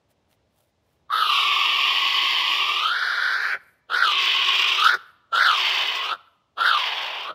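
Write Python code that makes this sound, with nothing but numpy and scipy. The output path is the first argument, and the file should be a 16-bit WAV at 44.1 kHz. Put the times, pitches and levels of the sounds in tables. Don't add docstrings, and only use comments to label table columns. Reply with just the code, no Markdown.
import sys
import numpy as np
from scipy import signal
from scipy.fft import rfft, irfft, next_fast_len
from scipy.io import wavfile
from scipy.ndimage import uniform_filter1d, map_coordinates

SR = 44100
rng = np.random.default_rng(int(sys.argv[2]) if len(sys.argv) > 2 else 0)


def wrap_up_sound(samples):
    columns = np.atleast_2d(samples).T
    tamed = np.clip(columns, -1, 1)
    steps = np.round(tamed * 32767).astype(np.int16)
    wavfile.write(sys.argv[1], SR, steps)


def to_linear_factor(level_db):
    exponent = np.asarray(level_db, float) / 20
    return 10 ** exponent


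N = 323694

# [start t/s, end t/s, chest hum level/dB, hoarseness (0-2), pocket slackness (0-1)]
CALLS = [
    (1.071, 3.584, -46, 0.25, 0.01),
    (3.869, 4.981, -44, 1.24, 0.35),
    (5.298, 6.168, -42, 0.87, 0.41),
    (6.547, 7.342, -41.5, 1.1, 0.54),
]
# [t/s, rasp level/dB]
BREATH_EFFORT = [
    [(1.17, -27), (1.36, -20), (2.5, -21), (2.85, -23.5), (2.94, -31), (3.36, -30), (3.44, -27.5),
     (3.53, -29)],
    [(3.99, -25.5), (4.08, -22.5), (4.18, -19.5), (4.66, -19), (4.79, -21.5), (4.89, -23), (4.93, -25)],
    [(5.4, -22), (5.55, -21.5), (5.7, -22), (5.89, -25), (6.02, -27), (6.11, -28)],
    [(6.65, -24.5), (6.84, -25), (7.03, -29), (7.18, -33), (7.27, -36)],
]


def unit(x):
    return x / np.sqrt(np.mean(x ** 2) + 1e-20)


def along(points, hz):
    f, v = np.transpose(points)
    return np.interp(np.log(hz + 1), np.log(f + 1), v)


def columns(rows, x):
    first, *rest = np.transpose(rows)
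    return [np.interp(x, first, c) for c in rest]


def each(tables, which, t, power):
    curves = []
    for table in tables:
        s, value = np.transpose(table)
        curves.append(np.interp(t, s, value ** power) ** (1 / power))
    return np.choose(which, curves)


def wobble(rate):
    knots = rng.standard_normal(int(N * rate / SR) + 4)
    return map_coordinates(knots, [np.arange(N) * rate / SR])


def coloured(x, spectrum):
    m = next_fast_len(N + 8192)
    gain = to_linear_factor(along(spectrum, np.fft.rfftfreq(m, 1 / SR)))
    return irfft(rfft(x, m) * gain, m)[:N]


def swell(t, centre_s, half_s):
    return np.exp(-0.5 * ((t - centre_s) / half_s) ** 2)


def pair(f, zero_hz, zero_width_hz, pole_hz, pole_width_hz):
    zero = zero_hz ** 2 - f * f + 1j * f * zero_width_hz
    return zero / (pole_hz ** 2 - f * f + 1j * f * pole_width_hz)


def bump(f, hz, width_hz, db):
    width = np.abs(width_hz)
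    return pair(f, hz, width * to_linear_factor(np.maximum(db, 0)), hz, width * to_linear_factor(np.maximum(-db, 0)))


def band_db(response, f, lo_hz, hi_hz):
    inside = (f > lo_hz) * (f < hi_hz)
    return 10 * np.log10(np.mean(np.abs(response) ** 2 * inside, axis=0))


def moment(t):
    # [t/s after the start, rasp level/dB, then over the rasp: ring, chest, air level/dB]
    opening = [
        (.01, -58.5, -2.5, 32.5, 13.5),
        (.03, -17.5, 10.5, 21, 3),
        (.056, -5, 3.5, 11, 5),
        (.13, 0, -0.5, 0, -0.5),
    ]
    # [t/s from the end, rasp, ring, chest, air level/dB]
    shutting = [
        (-.06, 0, -0.5, -0.5, -1),
        (-.032, -6.5, 5, 18.5, 0.5),
        (-.011, -41, -0.5, 14.5, 7),
        (0, -42, -11, 1, -3),
    ]
    start, end = np.transpose(CALLS)[:2]
    which = np.searchsorted(start[1:] - 0.1, t)
    age = t - start[which]
    return which, age, np.add(columns(opening, age), columns(shutting, t - end[which]))


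def syrinx(rate, scatter_db, air_share, spit_db):
    which, age, _ = moment(np.arange(N) / SR)
    hoarse = np.array(CALLS)[which, 3] * (1 - 0.27 * np.exp(-np.abs(age) / 0.47))
    slaps = (rng.random(N) < rate / SR) * to_linear_factor(scatter_db * rng.standard_normal(N))
    share = np.clip(air_share, 0, 1)
    membranes = np.sqrt(1 - share) * unit(slaps - slaps.mean())
    flow = membranes + np.sqrt(share) * rng.standard_normal(N)
    treble = coloured(flow, [(3000, -40), (5000, 0)])
    spit = unit(to_linear_factor(hoarse * spit_db * (wobble(25) + wobble(90) + wobble(300))))
    flutter_db = hoarse * (0.29 * wobble(7) + 0.14 * wobble(30) + 0.99 * wobble(150))
    return unit((flow + treble * (spit - 1)) * to_linear_factor(flutter_db))


def throat_pocket(f, notch, ring, tight, damping, clarity, fill):
    # [lowest notch f/Hz, ring width/Hz, upper ring f/Hz, its width/Hz, its level/dB]
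    volume_law = [(1248, 400, 1930, 920, 5.5), (1400, 71, 2176, 490, 5), (1900, 50, 3140, 990, 5.5),
                  (2400, 63, 3700, 160, 8.5), (2700, 150, 3650, 150, -1), (3590, 190, 3250, 960, 15)]
    # [multiple of notch, width/Hz, level/dB]
    shadows = [(1.14, 299.7, -4), (2.6, 350, -3.5)]
    ring_width, *upper_ring = columns(volume_law, notch)
    h = pair(f, notch, damping * notch, ring, ring_width / clarity) * bump(f, *upper_ring)
    h *= bump(f, ring, ring_width, clarity)
    for multiple, width, db in shadows:
        h *= bump(f, multiple * notch, width, db * (1 - tight) * fill)
    return h * bump(f, 1950 + 0.27 * notch, 150, -20 * np.clip((notch - 2720) / 200, 0, 1))


def notch_ladder(f, second, tight, head_share, fill, age):
    # [multiple of second notch when slack, when tight, width/Hz, level/dB]
    rungs = [(1, 1, 170, -13), (1.53, 1.43, 220, -12), (2, 2.03, 260, -15), (2.33, 2.33, 260, -12),
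             (2.7, 2.7, 300, -11), (2.98, 3.1, 300, -8), (3.2, 3.2, 350, -7)]
    head_low = 0.88
    depth = np.clip((head_share - head_low) / (1 - head_low), 0.3, 1)
    h = bump(f, 1.25 * second, 1100, 9 * tight * depth * np.exp(-np.abs(age) / 0.25))
    for slack, taut, width, db in rungs:
        kept = fill if 1 < slack < 2.2 else 1
        h *= bump(f, (slack + tight * (taut - slack)) * second, width, db * depth * kept)
    return h


def windpipe(f, pitch, clarity):
    # [f/Hz, width/Hz, level/dB]
    modes = [(742, 90, -2), (1500, 260, 6.5), (1952, 39.5, 9), (2250, 250, -1), (2470, 33, 7),
             (2888, 50, 5.5), (3316, 1300, 5.5), (4200, 430, -1.5), (4130, 290, 4.5)]
    h = 1
    for hz, width, db in modes:
        h = h * bump(f, hz * pitch, width, db * clarity)
    return h


def chest_mode(f, lowest_hz, peak_db, pocket_rise_hz, tight):
    risen_hz, pull_hz = 408, 200
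    chest = risen_hz - (risen_hz - lowest_hz) * np.exp(-pocket_rise_hz / pull_hz)
    peak_db = np.maximum(peak_db - 10 * tight, 1)
    h = bump(f, chest, 52 - 1.3 * peak_db, 1.45 * peak_db)
    h *= bump(f, 0.76 * chest, 60, -0.3 * peak_db)
    return h * bump(f, 1.45 * chest, 220, -0.5 * peak_db)


def microphone(f):
    # [f/Hz, width/Hz, level/dB]
    port_modes = [(8250, 460, 4), (8950, 260, -5.5), (10490, 440, 3.5), (13900, 1200, 5.5)]
    h = 1
    for mode in port_modes:
        h = h * bump(f, *mode)
    return h


def balance(h, f, notch, chest_db, ring_db, air_db):
    h = h / to_linear_factor(band_db(h, f, 1900, 6000))
    low = 1 / (1 + (f / 800) ** 8)
    high = 1 / (1 + (6500 / (f + 1)) ** 8)
    middle = 1 / (1 + (f / notch) ** 12) - low
    bands = [(low, 300, 800, chest_db), (middle, 850, 1800, ring_db), (high, 7000, 15000, air_db)]
    for share, lo, hi, db in bands:
        h *= to_linear_factor(share * (db - band_db(h, f, lo, hi)))
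    return h


def tract(f, t):
    # [t/s, f/Hz]
    pocket_curves = [
        [(1.19, 2400), (1.3, 1700), (1.52, 1461), (2.4, 1361), (2.78, 1500), (2.95, 2610), (3.32, 2700),
         (3.38, 3300), (3.55, 3680)],
        [(3.88, 1920), (3.935, 2250), (3.975, 3050), (4.015, 3100), (4.1, 1660), (4.24, 1458), (4.76, 1520),
         (4.91, 3035), (4.97, 3120)],
        [(5.32, 2000), (5.37, 2200), (5.415, 2950), (5.45, 2900), (5.55, 1586), (5.65, 1280), (5.92, 1300),
         (6.04, 1476), (6.15, 2290)],
        [(6.56, 1900), (6.62, 2090), (6.655, 2490), (6.69, 2400), (6.8, 1500), (6.9, 1135), (7.15, 1190),
         (7.24, 1460), (7.33, 2210)],
    ]
    # [lowest notch f/Hz, second notch f/Hz]
    second_notch = [(1190, 4090), (1430, 4080), (1600, 4450), (2000, 5500), (2650, 6600), (3000, 7250),
                    (3300, 7850), (3700, 8050)]
    # [lowest notch f/Hz, ring f/Hz, ring over rasp level/dB, air over rasp level/dB]
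    ring_law = [(1190, 1140, 5, -30), (1330, 1040, -10, -30.5), (1373, 1078, -8, -29),
                (1590, 1178, -2.5, -30), (2000, 1340, 5, -27.5), (2480, 1470, 9.5, -25),
                (3300, 1503, 5.5, -28)]
    # [t/s, half length t/s, level/dB]
    flares = [
        (4.857, 0.016, 9),
        (3, 0.0067, -6),
        (7.29, .03, 3.5),
        (1.6, 0.12, 2),
    ]
    # [lowest mode f/Hz, its peak level/dB, slack ring level/dB, slack pitch factor]
    neck_posture = [
        (341.5, 16.8, 2.5, 1.038),
        (383.6, 17.5, -4.5, 0.97),
        (370, 9, 3, 0.987),
        (376, 2.3333, 5, 0.96),
    ]
    # [t/s, windpipe pitch factor, windpipe clarity (0-2)]
    neck_motion = [(1.1, 1.09, 1.08), (1.5, 0.88, 1.15), (2.3, 1.08, 1.18), (2.7, 0.93, 1.1),
                   (3.0, 1.18, 0.95), (3.57, 1.18, 0.91), (3.9, 0.96, .65), (4.2, 1.07, 1.14),
                   (4.95, 0.9, 0.88), (5.33, 1.01, 0.93), (5.6, 1.09, 0.69), (6.0, 1.02, 1.3),
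                   (6.17, 0.98, 0.12), (6.57, 1.14, 0.68), (7.2, .97, 0.68)]
    # [t/s, pocket pitch factor, chest level/dB, air level/dB, beak lift level/dB]
    rising_head = [
        (1.1, 0.82, -9.5, 1.5, 29.5),
        (1.2, 0.92, 2, 7.5, 17.5),
        (1.32, 0.93, -2, 4.5, 2.5),
        (1.5, 0.99, 0, 0.5, 0),
    ]
    # [air level/dB, lift near 11 kHz at start level/dB, later level/dB, near 7 kHz level/dB]
    beak_aim = [
        (1.5, 1.5, 3, 0),
        (0, 8, -3, -5.5),
        (2, -6.5, -4.5, -8),
        (-.5, 5, 0, -8.5),
    ]
    # [f/Hz, level/dB per Hz]
    source_spectrum = [(120, -60.5), (280, -51), (500, -34), (1000, -20.5), (2000, -8.5), (3000, 0.5),
                       (4500, -6.5), (6500, -20.5), (8000, -31.5), (12000, -33.5), (16000, -39.5)]
    which, age, (_, ring_edge_db, chest_edge_db, air_edge_db) = moment(t)
    hum_db, _, slackness = np.array(CALLS)[which, 2:].T
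    chest_hz, peak_db, slack_ring_db, slack_pitch = np.array(neck_posture)[which].T
    breath_db, first_lift_db, later_lift_db, dip_db = np.array(beak_aim)[which].T
    head, head_db, head_air_db, head_lift_db = columns(rising_head, t)
    head_share = head / head[-1]
    pitch, clarity = columns(neck_motion, t)

    notch = each(pocket_curves, which, t, power=-2.0)
    slack_hz, tight_hz = 1432, 2200
    tight = np.clip((notch - slack_hz) / (tight_hz - slack_hz), 0, 1)
    slackening = np.clip(age / 0.27, 0, 1.5)
    damping = 0.022 + np.abs(slackness) * (1 - tight) * slackening
    fill = np.clip(1 - 1.5 * np.abs(slackness), 0.35, 1)
    ring, ring_db, air_db = columns(ring_law, notch)
    ring = uniform_filter1d(ring * head * slack_pitch ** (1 - tight), size=5)
    second = columns(second_notch, notch)[0] * head_share
    lowest_notch = np.array([min(hz for _, hz in curve) for curve in pocket_curves])[which]

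    ring_db += slack_ring_db * (1 - tight) + ring_edge_db
    ring_db += sum(db * swell(t, s, half) for s, half, db in flares)
    chest_db = hum_db - each(BREATH_EFFORT, which, t, power=1) + chest_edge_db + head_db
    air_db += breath_db + air_edge_db + head_air_db

    h = throat_pocket(f, notch, ring, tight, damping, clarity, fill) * to_linear_factor(along(source_spectrum, f))
    h *= notch_ladder(f, second, tight, head_share, fill, age)
    h *= windpipe(f, pitch, clarity)
    h *= chest_mode(f, chest_hz, peak_db, notch - lowest_notch, tight)
    lift_db = later_lift_db + head_lift_db + 4 * tight + first_lift_db * np.exp(-np.abs(age) / 0.089)
    h *= bump(f, 11000, 2200, lift_db) * bump(f, 7000, 1800, dip_db - 0.61 * lift_db)
    return balance(h * microphone(f), f, notch, chest_db, ring_db, air_db)


def bird():
    now = np.arange(N) / SR
    which, _, edge_db = moment(now)
    level_db = each(BREATH_EFFORT, which, now, power=1) + edge_db[0]
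    sounding = sum((now > call[0]) & (now < call[1]) for call in CALLS)
    flow = syrinx(rate=1500, scatter_db=0.5, air_share=0.56, spit_db=1.94) * to_linear_factor(level_db) * sounding
    flow *= to_linear_factor(np.interp(now, [1.105, 1.135], [-9, 0]))
    hz, t, z = signal.stft(flow, SR, nperseg=1536, noverlap=1152)
    return signal.istft(z * tract(hz[:, None], t), SR, nperseg=1536, noverlap=1152)[1][:N]


def squeak():
    # [t/s, f/Hz, level/dB]
    clean_tone = [
        (1.092, 1126, -64),
        (1.096, 1166, -39.5),
        (1.1, 1140, -48.5),
        (1.103, 1134, -26.5),
        (1.118, 1147, -25.5),
        (1.14, 1180, -55.5),
    ]
    now = np.arange(N) / SR
    s, hz, db = np.transpose(clean_tone)
    phase = 2 * np.pi * np.cumsum(np.interp(now, s, hz)) / SR
    return np.sqrt(2) * np.sin(phase) * to_linear_factor(np.interp(now, s, db, left=-200, right=-200))


def gulps():
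    # [t/s, level/dB]
    closures = [
        (3.565, -49.5),
        (4.964, -46),
        (6.165, -53.5),
        (7.324, -46),
    ]
    out, t = np.zeros(N + SR), np.arange(SR // 10) / SR
    for s, db in closures:
        knock = np.sin(2 * np.pi * 190 * t) * (1 - np.exp(-t / 0.0044))
        out[round(s * SR):][:len(t)] += to_linear_factor(db + 12.5 - 60 * t / 0.017) * knock
    return out[:N]


def yard(x, tail_db):
    # [f/Hz, t60/s]
    decay_times = [(300, .35), (800, 1), (1100, 1), (1400, 0.62), (2000, 0.75), (4200, .75), (6500, .35),
                   (12000, 0.73)]
    # [delay t/s, level/dB]
    echoes = [
        (.011, -17.5),
        (.021, -17),
        (.08, -34),
        (.15, -40.5),
    ]
    hz, t, z = signal.stft(rng.standard_normal(SR), SR, nperseg=256)
    decay = to_linear_factor(-60 * t / along(decay_times, hz)[:, None])
    tail = signal.istft(z * decay, SR, nperseg=256)[1]
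    answer = np.pad(to_linear_factor(tail_db) * tail / np.linalg.norm(tail), (600, 0))
    for delay, db in echoes:
        answer[round(delay * SR)] += to_linear_factor(db)
    reflected = signal.fftconvolve(x, answer)[:N]
    return coloured(reflected, [(400, 7.0), (1400, 4), (4000, 0.5), (10000, 4.5)])


def feet():
    # [t/s, half length t/s, level/dB, dullness level/dB]
    footfalls = [
        (0.11, 0.011, -68.5, -3),
        (.32, 0.017, -71.5, 5),
        (.6, 0.045, -68, -16),
        (0.916, 0.05, -77.5, 0),
        (0.69, .015, -83, 0),
        (0.34, .02, -89, 0),
    ]
    # [t/s, peak level/dB, f/Hz]
    stalks = [
        (0.0992, -58, 2300),
        (0.3292, -44, 3460),
        (0.5744, -56, 3400),
        (0.7794, -66, 2230),
        (1.0534, -82, 1990),
    ]
    # [f/Hz, level/dB per Hz]
    blade_spectrum = [(350, -27), (600, 3.5), (967, -8), (1170, -13), (1560, -12), (1890, -24),
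                      (2550, -11.5), (6980, -18), (10100, -13), (15600, -15)]
    now = np.arange(N) / SR
    crackle = rng.standard_normal(N) * to_linear_factor(2.8 * wobble(300))
    crisp = unit(coloured(crackle, blade_spectrum))
    dull = unit(coloured(crackle, [(500, -7), (2000, -3.5), (5000, -14)]))
    out = np.zeros(N)
    for s, half, db, dull_db in footfalls:
        out += to_linear_factor(db) * swell(now, s, half) * (crisp + to_linear_factor(dull_db - 4) * dull)
    t = np.arange(200) / SR
    for s, db, hz in stalks:
        out[round(s * SR):][:len(t)] += to_linear_factor(db - 60 * t / 0.0016) * np.sin(2 * np.pi * hz * t)
    return out


def feathers():
    # [t/s, half length t/s, level/dB]
    settlings = [
        (3.67, 0.064, -70.5),
        (5.075, 0.051, -74.5),
        (6.28, .06, -83),
    ]
    # [f/Hz, level/dB per Hz]
    feather_spectrum = [(7000, -19), (9000, -12), (11500, -7.5), (13500, -8.5), (16000, -35)]
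    now = np.arange(N) / SR
    rustle = unit(coloured(rng.standard_normal(N) * to_linear_factor(2.2 * wobble(200)), feather_spectrum))
    return sum(to_linear_factor(db) * swell(now, s, half) for s, half, db in settlings) * rustle


def hush():
    # [f/Hz, level/dB per Hz]
    night_spectrum = [(15, -51.5), (25, -16), (91, -2), (188, -9), (332, -11.5), (400, -12.5), (600, -10),
                      (724, -16), (807, -15), (1380, -23), (1910, -24.5), (2070, -24), (2430, -25.5),
                      (5310, -23), (15600, -45.5)]
    now = np.arange(N) / SR
    night = unit(coloured(rng.standard_normal(N), night_spectrum))
    hiss = coloured(night, [(2000, -40), (4500, 0)])
    rumble = (night - hiss) * to_linear_factor(4.5 - 0.7 * now + 0.8 * wobble(4.5))
    ducked_hiss = hiss * to_linear_factor(-3 - 2 * (now > CALLS[0][0]))
    return to_linear_factor(-71) * (rumble + ducked_hiss)


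def scene():
    voice = bird() + squeak() + gulps()
    return (voice + yard(voice, tail_db=-28.5) + feet() + feathers() + hush())[None]


def band_limit(x):
    return signal.sosfilt(signal.butter(12, 15750, fs=SR, output="sos"), x)


def record(dry):
    kept = coloured(dry[0], [(20, -21), (40, -11), (70, 0.0), (100, -0.93)])
    top_hz = 15735
    kept = coloured(kept, [(top_hz, 0), (top_hz + 10, -90)])
    return band_limit(kept[None])


dry = scene()
out = record(dry)
wrap_up_sound(out)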